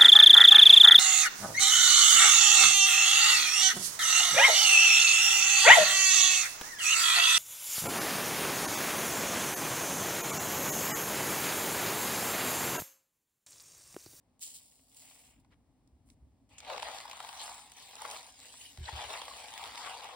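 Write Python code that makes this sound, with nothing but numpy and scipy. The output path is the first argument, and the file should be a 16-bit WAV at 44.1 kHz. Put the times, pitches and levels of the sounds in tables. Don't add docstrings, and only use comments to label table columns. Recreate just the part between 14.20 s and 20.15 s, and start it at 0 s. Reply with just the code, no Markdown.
import sys
import numpy as np
from scipy import signal
from scipy.fft import rfft, irfft, next_fast_len
from scipy.io import wavfile
from scipy.ndimage import uniform_filter1d

SR = 44100
rng = np.random.default_rng(int(sys.argv[2]) if len(sys.argv) > 2 else 0)


def waveform_to_disk(signal):
    frames = np.transpose(np.atleast_2d(signal))
    scaled = np.clip(frames, -1, 1) * 32767
    samples = np.round(scaled).astype(np.int16)
    wavfile.write(sys.argv[1], SR, samples)


N = 262395
TIME = np.arange(N) / SR

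# f/Hz, relative level per Hz/dB
HOLLOW = [(100, -22), (480, -3.5), (780, 7.5), (950, 6), (1150, 2), (1400, -4.5), (2000, -6.5), (4000, -34)]
# f/Hz, relative level per Hz/dB
CRUNCH = [(150, -27), (500, -11), (900, -11), (1400, -12.5), (2000, -3), (3600, 0.5), (5600, -8.5),
          (7000, -11.5), (16000, -33.5)]
# f/Hz, relative level per Hz/dB
CRACKLE = [(1000, -52.5), (4000, 2), (6000, 0), (7500, 2.5), (9000, -1), (10500, -4.5), (13000, -6),
           (16000, -10)]


def amp(db):
    return 10 ** (np.asarray(db) / 20)


def evened(x):
    return x / np.sqrt(np.mean(x ** 2) + 1e-20)


def read(points, hz):
    f, value = np.transpose(points)
    return np.interp(np.log(hz + 1), np.log(f + 1), value)


def add(mix, s, sound):
    part = mix[:, round(s * SR):][:, :sound.shape[1]]
    part += sound[:, :part.shape[1]]


def coloured(x, spectrum, size=4096):
    hz = abs(np.fft.fftfreq(size, 1 / SR))
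    log_gain = np.log(amp(read(spectrum, hz)))
    minimum_phase = np.exp(np.conj(signal.hilbert(log_gain)))
    taps = np.fft.ifft(minimum_phase).real
    return signal.oaconvolve(x, taps[None, :size // 2], axes=1)[:, :x.shape[1]]


def wander(per_s):
    knots = rng.standard_normal(N)
    return np.interp(TIME * per_s, np.arange(N), knots)


def background():
    # f/Hz, relative level per Hz/dB
    air_colour = [(20, -20), (55, 2.5), (200, -7), (265, 1.5), (330, -13.5), (800, -12.5), (1400, -25),
                  (8000, -32), (16000, -37)]
    # f/Hz, relative level per Hz/dB
    rumble_colour = [(20, -16), (58, 3), (190, -14.5), (270, -5), (400, -26.5), (1000, -56.5)]
    # t/s, level/dB
    rumble_course = [(0, -100), (1.3, -66.5), (1.8, -65.5), (2.6, -67.5), (2.9, -77), (5.1, -69.5),
                     (5.9, -73)]
    air = evened(coloured(rng.standard_normal((2, N)), air_colour))
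    lumps = amp(3.0 * wander(per_s=22))
    rumble = evened(coloured(rng.standard_normal((2, N)), rumble_colour) * lumps)
    return amp(-72.5) * air + rumble * amp(np.interp(TIME, *np.transpose(rumble_course)))


def burst(decay_s, scatter_db, scatter_s, size=2048):
    t = np.arange(size) / SR
    decay = np.exp(-t / decay_s) + amp(scatter_db) * np.exp(-t / scatter_s)
    return rng.standard_normal((2, size)) * decay


def grains(per_s, spread_db, decay_s, spots, count=256):
    size = amp(spread_db * np.minimum(rng.exponential(1, N), 5))
    first_spot = (TIME * 40).astype(int)
    spot = (first_spot + (spots * rng.random(N)).astype(int)) % count
    shapes = [evened(burst(decay_s, scatter_db=-15.5, scatter_s=0.018, size=1024)) for _ in range(count)]
    out = np.zeros((2, N))
    for i in np.flatnonzero(rng.random(N) < per_s / SR):
        add(out, TIME[i], size[i] * shapes[spot[i]])
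    return out


def played(x, times, level_db, size=1500):
    power = uniform_filter1d(uniform_filter1d((x ** 2).mean(0), size), size)
    level = amp(np.interp(TIME, times, level_db, left=-140, right=-140))
    return x / np.sqrt(abs(power) + 1e-20) * level


def shifting(x, depth_db, size=512):
    overlap = size * 3 // 4
    z = signal.stft(x, nperseg=size, noverlap=overlap)[2]
    patches = rng.standard_normal(z.shape[1:])
    for _ in range(2):
        patches = uniform_filter1d(patches, size=4, axis=0)
        patches = uniform_filter1d(patches, size=14, axis=1)
    return signal.istft(z * amp(depth_db * evened(patches)), nperseg=size, noverlap=overlap)[1][:, :N]


def tear(length, spectrum, size=2048):
    t = np.arange(size) / SR
    tearing = np.exp(-(t / length) ** 2) + amp(-19) * np.exp(-t / .009)
    colour = [(hz, db + 2.5 * rng.standard_normal()) for hz, db in spectrum]
    sound = coloured(tearing * rng.standard_normal((2, size)), colour)
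    return evened(sound) * np.sqrt(length * SR / size)


def flakes(ring_hz=7300, sharpness=9, ring_db=-2):
    # t/s, relative level/dB
    shakes = [
        [(0.197, -76), (0.214, -50.5), (0.228, -45), (0.308, -55), (0.338, -56.5), (0.352, -50), (0.408, -63),
         (0.66, -72.5)],
        [(0.66, -73.5), (0.764, -63), (0.79, -58.5), (1.09, -66.5), (1.192, -84.5), (1.2, -75), (1.216, -87),
         (1.24, -101)],
    ]
    patter_levels = [-23, -5.5]
    # t/s, bright tick level/dB, dull pat level/dB
    ticks = [(0.194, -58, -86), (0.521, -60, -73), (0.593, -75, -70), (0.769, -47, -84), (0.91, -63, -61.5)]
    # f/Hz, relative level per Hz/dB
    hiss_colour = [(1000, -39), (1900, -23), (3200, -8), (5000, -6), (6300, -7.5), (7100, 0.5), (8000, -2),
                   (9500, -5.5), (16000, -8)]
    # f/Hz, relative level per Hz/dB
    patter_colour = [(100, -34), (350, -5), (750, 11), (1400, -2.5), (2000, 6.5), (2800, 9.5), (8000, -30)]
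    patter_lag_s = 0.052

    hiss = coloured(grains(per_s=2600, spread_db=3.7, decay_s=0.0004, spots=150), hiss_colour)
    hiss = shifting(hiss, depth_db=1.3)
    patter = coloured(grains(per_s=550, spread_db=2.0, decay_s=0.0034, spots=150), patter_colour)
    bright = signal.lfilter(*signal.iirpeak(ring_hz, sharpness, SR), rng.standard_normal((2, N)))
    thickest_db = max(db for shake in shakes for s, db in shake)
    out = np.zeros((2, N))
    for shake, patter_db in zip(shakes, patter_levels):
        s, flow_db = np.transpose(shake)
        out += played(hiss, s, flow_db + 3.5)
        out += played(patter, s + patter_lag_s, flow_db + patter_db)
        out += played(bright, s, flow_db + ring_db + 0.51 * (flow_db - thickest_db))
    for s, tick_db, pat_db in ticks:
        add(out, s, amp(tick_db) * tear(0.0018, hiss_colour) + amp(pat_db) * tear(0.0067, patter_colour))
    return out


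def ring(modes, size=22050):
    t = np.arange(size) / SR
    return sum(amp(db - 60 * t / t60) * np.sin(2 * np.pi * hz * t) for hz, db, t60 in modes)


def glass(x, coupling_db=-53):
    # f/Hz, relative level/dB, t60/s
    glass_modes = [(510.4, 6.5, 0.072), (624, -8.5, 0.11), (1496, 2.5, 0.2), (1686, 4, 0.047),
                   (2314, -24.5, 0.18)]
    return amp(coupling_db) * signal.oaconvolve(x, ring(glass_modes)[None], axes=1)[:, :N]


def kitchen(x, t60=0.12, wet_db=-14, size=22050):
    t = np.arange(size) / SR
    tail = rng.standard_normal((2, size)) * amp(-60 * t / t60) * (t > .005)
    return amp(wet_db) * signal.oaconvolve(x, tail / np.linalg.norm(tail[0]), axes=1)[:, :N]


def cupped(x, steepness=10, size=512):
    # t/s, lowest pitch f/Hz
    cup = [(2.5, 455), (3, 700), (3.4, 703), (3.85, 480), (4.1, 634), (4.7, 495), (5.2, 490), (5.5, 790),
           (5.8, 466)]
    hz, t, z = signal.stft(x, SR, nperseg=size)
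    above = (hz[:, None] / np.interp(t, *np.transpose(cup))) ** steepness
    return signal.istft(z * np.sqrt(above / (1 + above)), nperseg=size)[1][:, :N]


def snaps(crack_s=0.0033, knock_s=0.0051):
    # t/s, crunch level/dB, hollow knock level/dB, wet crackle level/dB
    single_ticks = [(1.247, -76, -68, -78), (1.675, -90, -90, -70), (1.888, -74, -75, -70),
                    (1.901, -64, -82, -59), (2.383, -48.5, -77, -63), (2.4035, -47.5, -72, -53),
                    (2.5, -44, -35, -66), (2.514, -55, -47, -66), (2.563, -43, -48, -64),
                    (2.579, -39, -41, -62), (2.598, -40.5, -54, -53), (2.624, -39.5, -50, -48),
                    (2.629, -37.5, -35.5, -58), (2.668, -61, -42.5, -60), (2.685, -48, -39.5, -49),
                    (2.717, -50, -45, -60), (2.785, -41.5, -58, -59), (2.802, -48, -48, -50),
                    (2.853, -61, -43.5, -53), (2.88, -56, -48, -70), (2.897, -52, -49, -48),
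                    (2.913, -42, -49, -48), (2.931, -47, -46, -57), (2.97, -61, -47, -51),
                    (3.003, -44.5, -39, -49), (3.047, -45.5, -45, -63), (3.09, -45, -39.5, -50),
                    (3.128, -49, -49, -56), (3.279, -58, -40.5, -58), (3.292, -53, -44.5, -60),
                    (3.519, -54, -62, -50), (3.732, -55, -61, -77), (3.754, -65, -60, -45),
                    (3.819, -56, -42, -42), (3.851, -62, -35.5, -63), (3.912, -61, -59, -40),
                    (3.963, -45, -54, -60), (4.19, -67, -64, -57), (4.201, -60, -67, -51.5),
                    (4.229, -58, -66, -58), (4.34, -65, -55.5, -58), (4.574, -50, -61, -56),
                    (4.84, -46.5, -42.5, -61), (5.017, -40, -41, -61), (5.081, -46, -41.5, -68),
                    (5.338, -45, -57, -53), (5.377, -42, -48, -46), (5.394, -49, -45, -60),
                    (5.439, -39, -48, -53), (5.457, -45, -50, -65), (5.556, -44, -56, -53),
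                    (5.576, -40.5, -50, -58), (5.807, -48.5, -57, -70), (5.843, -45, -48, -51)]
    cracks, knocks = np.zeros((2, 2, N))
    for s, crunch_db, knock_db, crackle_db in single_ticks:
        add(cracks, s, amp(crunch_db) * tear(crack_s, CRUNCH) + amp(crackle_db) * tear(crack_s, CRACKLE))
        add(knocks, s, amp(knock_db) * tear(knock_s, HOLLOW))
    return cracks + cupped(knocks)


def resonate(x, hz, width_hz):
    turn = np.exp(2j * np.pi * np.cumsum(hz) / SR)
    r = np.exp(-np.pi * width_hz / SR)
    return 2 * (turn * signal.lfilter([1 - r], [1, -r], x / turn + 1e-18)).real


def scrape(length, hz, sharpness, slips_per_s=4400, slide=0.55):
    u = np.arange(0, 1, 1 / (length * SR))
    slips = rng.standard_normal((2, len(u))) * (rng.random(len(u)) < slips_per_s / SR)
    chatter = slips + 0.011 * rng.standard_normal(len(u))
    pitch = hz * (1 + slide / sharpness * (.5 - u))
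    width_hz = 2 * hz / sharpness
    sound = resonate(resonate(chatter, pitch, width_hz), pitch, width_hz)
    return evened(sound * np.sin(np.pi * u) ** .5)


def scrapes():
    # t/s, length/s, f/Hz, sharpness (no unit), level/dB
    strokes = [(1.305, 0.045, 1490, 0.8, -72), (1.324, 0.013, 2040, 3, -70),
               (1.853, 0.094, 8750, 2.3, -76.5), (2.299, 0.15, 2480, 7, -66.5),
               (2.381, 0.015, 7050, 7.7, -50.5), (2.485, 0.08, 600, 6.4, -47.5),
               (3.188, 0.05, 3700, 4.5, -46), (3.223, 0.03, 8100, 4.6, -49), (4.367, 0.16, 2960, 19, -61),
               (4.406, 0.013, 2900, 32, -56), (4.452, 0.014, 2990, 21, -52.5),
               (4.652, 0.011, 4040, 6.1, -47), (4.677, 0.02, 1760, 3.8, -45.5),
               (4.687, 0.014, 870, 12, -39.5), (4.948, 0.016, 2050, 8.1, -47),
               (5.109, 0.016, 1020, 14, -51), (5.748, 0.074, 517, 7.2, -61)]
    out = np.zeros((2, N))
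    for s, length, hz, sharpness, db in strokes:
        add(out, s, amp(db) * scrape(length, hz, sharpness))
    return out


def bumps(push_s=0.0053):
    # t/s, peak level/dB
    thuds = [(1.364, -61), (1.726, -53.5), (2.022, -51.5), (4.583, -39), (4.607, -36), (4.728, -37.5),
             (4.845, -52)]
    # f/Hz, relative level/dB, t60/s
    counter_modes = [(70.2, 14.5, 0.16), (104, 3, 0.26), (362, -6, 0.076)]
    boom = ring(counter_modes)
    boom = boom * (1 - np.exp(-np.arange(len(boom)) / SR / push_s))
    out = np.zeros((2, N))
    for s, db in thuds:
        add(out, s, amp(db) * np.array([boom, boom]) / abs(boom).max())
    return out


def squeezing(swell_db=10, rub_law=1.49, roundness=1.38, touch_s=2.289):
    # firmest moment t/s, rise/s, release/s, relative crunch level/dB,
    # hollow rub against the crunch/dB, wet crackle against the crunch/dB (before the trims in leaves)
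    squeezes = [(2.325, 0.04, 0.058, -71.5, 4.5, -3.5), (2.521, 0.079, 0.13, -47, 4, -18.5),
                (2.649, 0.04, 0.22, -47.5, 2.5, -14), (2.77, 0.083, 0.072, -55.5, 4, -2.5),
                (3.05, 0.32, 0.27, -53.5, 2.5, -8), (3.255, 0.16, 0.21, -52, 3, -3),
                (3.599, 0.066, 0.32, -56, -4, -5), (3.842, 0.12, 0.2, -53.5, 5, -6.5),
                (3.941, 0.11, 0.084, -50, 2, -4), (4.075, 0.089, 0.06, -63, 4, 1.5),
                (4.26, 0.13, 0.2, -58.5, -9, -1.5), (4.409, 0.082, 0.15, -59, -12, 1.5),
                (4.68, 0.065, 0.087, -50.5, -5.5, -12), (4.804, 0.097, 0.095, -44, 0.5, -18),
                (4.925, 0.053, 0.11, -44.5, 2, -12), (5.19, 0.42, 0.3, -51.5, -0.5, -7),
                (5.45, 0.2, 0.1, -50, 2.5, -11), (5.665, 0.2, 0.19, -46.5, 2, -11),
                (5.85, 0.074, 0.32, -53, 5, -15)]
    s, rise, release, crunch_db, hollow_db, wet_db = np.transpose(squeezes)[:, :, None]
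    t = TIME[::64]
    grip = -swell_db * np.maximum((s - t) / rise, (t - s) / release) ** roundness
    rub = crunch_db + hollow_db + rub_law * grip
    crunch = crunch_db + grip
    crackle = crunch_db + wet_db + grip
    touching = t > touch_s
    levels = []
    for db in (rub, crunch, crackle):
        power = (amp(db) ** 2).sum(0) * touching
        levels.append(np.interp(TIME, t, 10 * np.log10(power + 1e-14)))
    return levels


def jerks(per_s, decay_s, steady):
    kicks = (rng.random(N) < per_s / SR) * rng.uniform(.4, 1, N)
    return steady + signal.lfilter([1], [1, -np.exp(-1 / (decay_s * SR))], kicks)


def creaks(low_hz=1550, high_hz=4800, length_s=0.022, sharpness=22, range_db=10, count=2600):
    out = np.zeros((2, N))
    for when, pitch, length, strength in rng.random((count, 4)):
        hz = low_hz * (high_hz / low_hz) ** pitch
        creak = scrape(length_s * (.5 + length), hz, sharpness)
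        add(out, when * N / SR, amp(range_db * strength) * creak)
    return evened(out)


def leaves(rub_db, crunch_db, crackle_db, creak_db=-6):
    force = jerks(per_s=140, decay_s=.005, steady=1.2)
    slips = force * grains(per_s=1600, spread_db=3.2, decay_s=.0004, spots=3)
    rub_force = jerks(per_s=160, decay_s=0.016, steady=1.0)
    rubs = rub_force * grains(per_s=800, spread_db=1.5, decay_s=0.0013, spots=4)
    films = grains(per_s=1500, spread_db=4.2, decay_s=.00025, spots=3)
    hollow = coloured(evened(rubs) + 0.49 * evened(slips), HOLLOW)
    hollow = cupped(shifting(hollow, depth_db=2.5))
    crunch = shifting(coloured(slips, CRUNCH), depth_db=2.7)
    crackle = shifting(coloured(evened(films) + .5 * evened(slips), CRACKLE), depth_db=3)
    out = played(hollow, TIME, rub_db) + played(crunch, TIME, crunch_db + 0.62)
    out += creaks() * amp(crunch_db + creak_db)
    return out + played(crackle, TIME, crackle_db + 6.0)


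def scene():
    hand = squeezing()
    bowl = flakes() + leaves(*hand) + snaps() + scrapes()
    bowl = bowl + glass(bowl)
    return bowl + kitchen(bowl) + bumps() + background()


def record(dry, size=4096):
    # f/Hz, likeness (no unit)
    likeness = [(300, 0.92), (1100, 0.87), (1500, -0.16), (2000, 0.85), (3200, 0.02), (5500, 0.44),
                (6500, 0.82), (7500, 0.86), (9200, 1), (11000, 0.35), (14000, 2)]
    # f/Hz, phase/rad
    lead = [(100, .1), (550, .5), (900, -.15), (2000, -.1), (2700, 1.4), (3700, -.8), (5100, .5),
            (5800, -3), (6600, -3.2), (8400, -6.28), (10200, -6.3), (11800, -9.4), (13700, -9.5),
            (15200, -12.5)]
    # f/Hz, level/dB
    tilt = [(100, 2), (350, -2), (600, 6.5), (950, 2), (3400, 1.5), (4700, 0)]
    length = next_fast_len(N + size)
    hz = np.fft.rfftfreq(length, 1 / SR)
    left, other = rfft(dry, length)
    same = np.clip(read(likeness, hz), 0, 1)
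    right = same * left + np.sqrt(1 - same ** 2) * other
    right = right * np.exp(-1j * read(lead, hz))
    lean = amp(read(tilt, hz) / 2)
    ports = irfft(np.array([left * lean, right / lean]), length)[:, :N]
    ports = signal.lfilter(*signal.butter(2, 48, "highpass", fs=SR), ports)
    high_cut = signal.firwin(511, 15900, window=("kaiser", 9), fs=SR)
    return signal.oaconvolve(ports, high_cut[None], "same")


dry = scene()
out = record(dry)
waveform_to_disk(out)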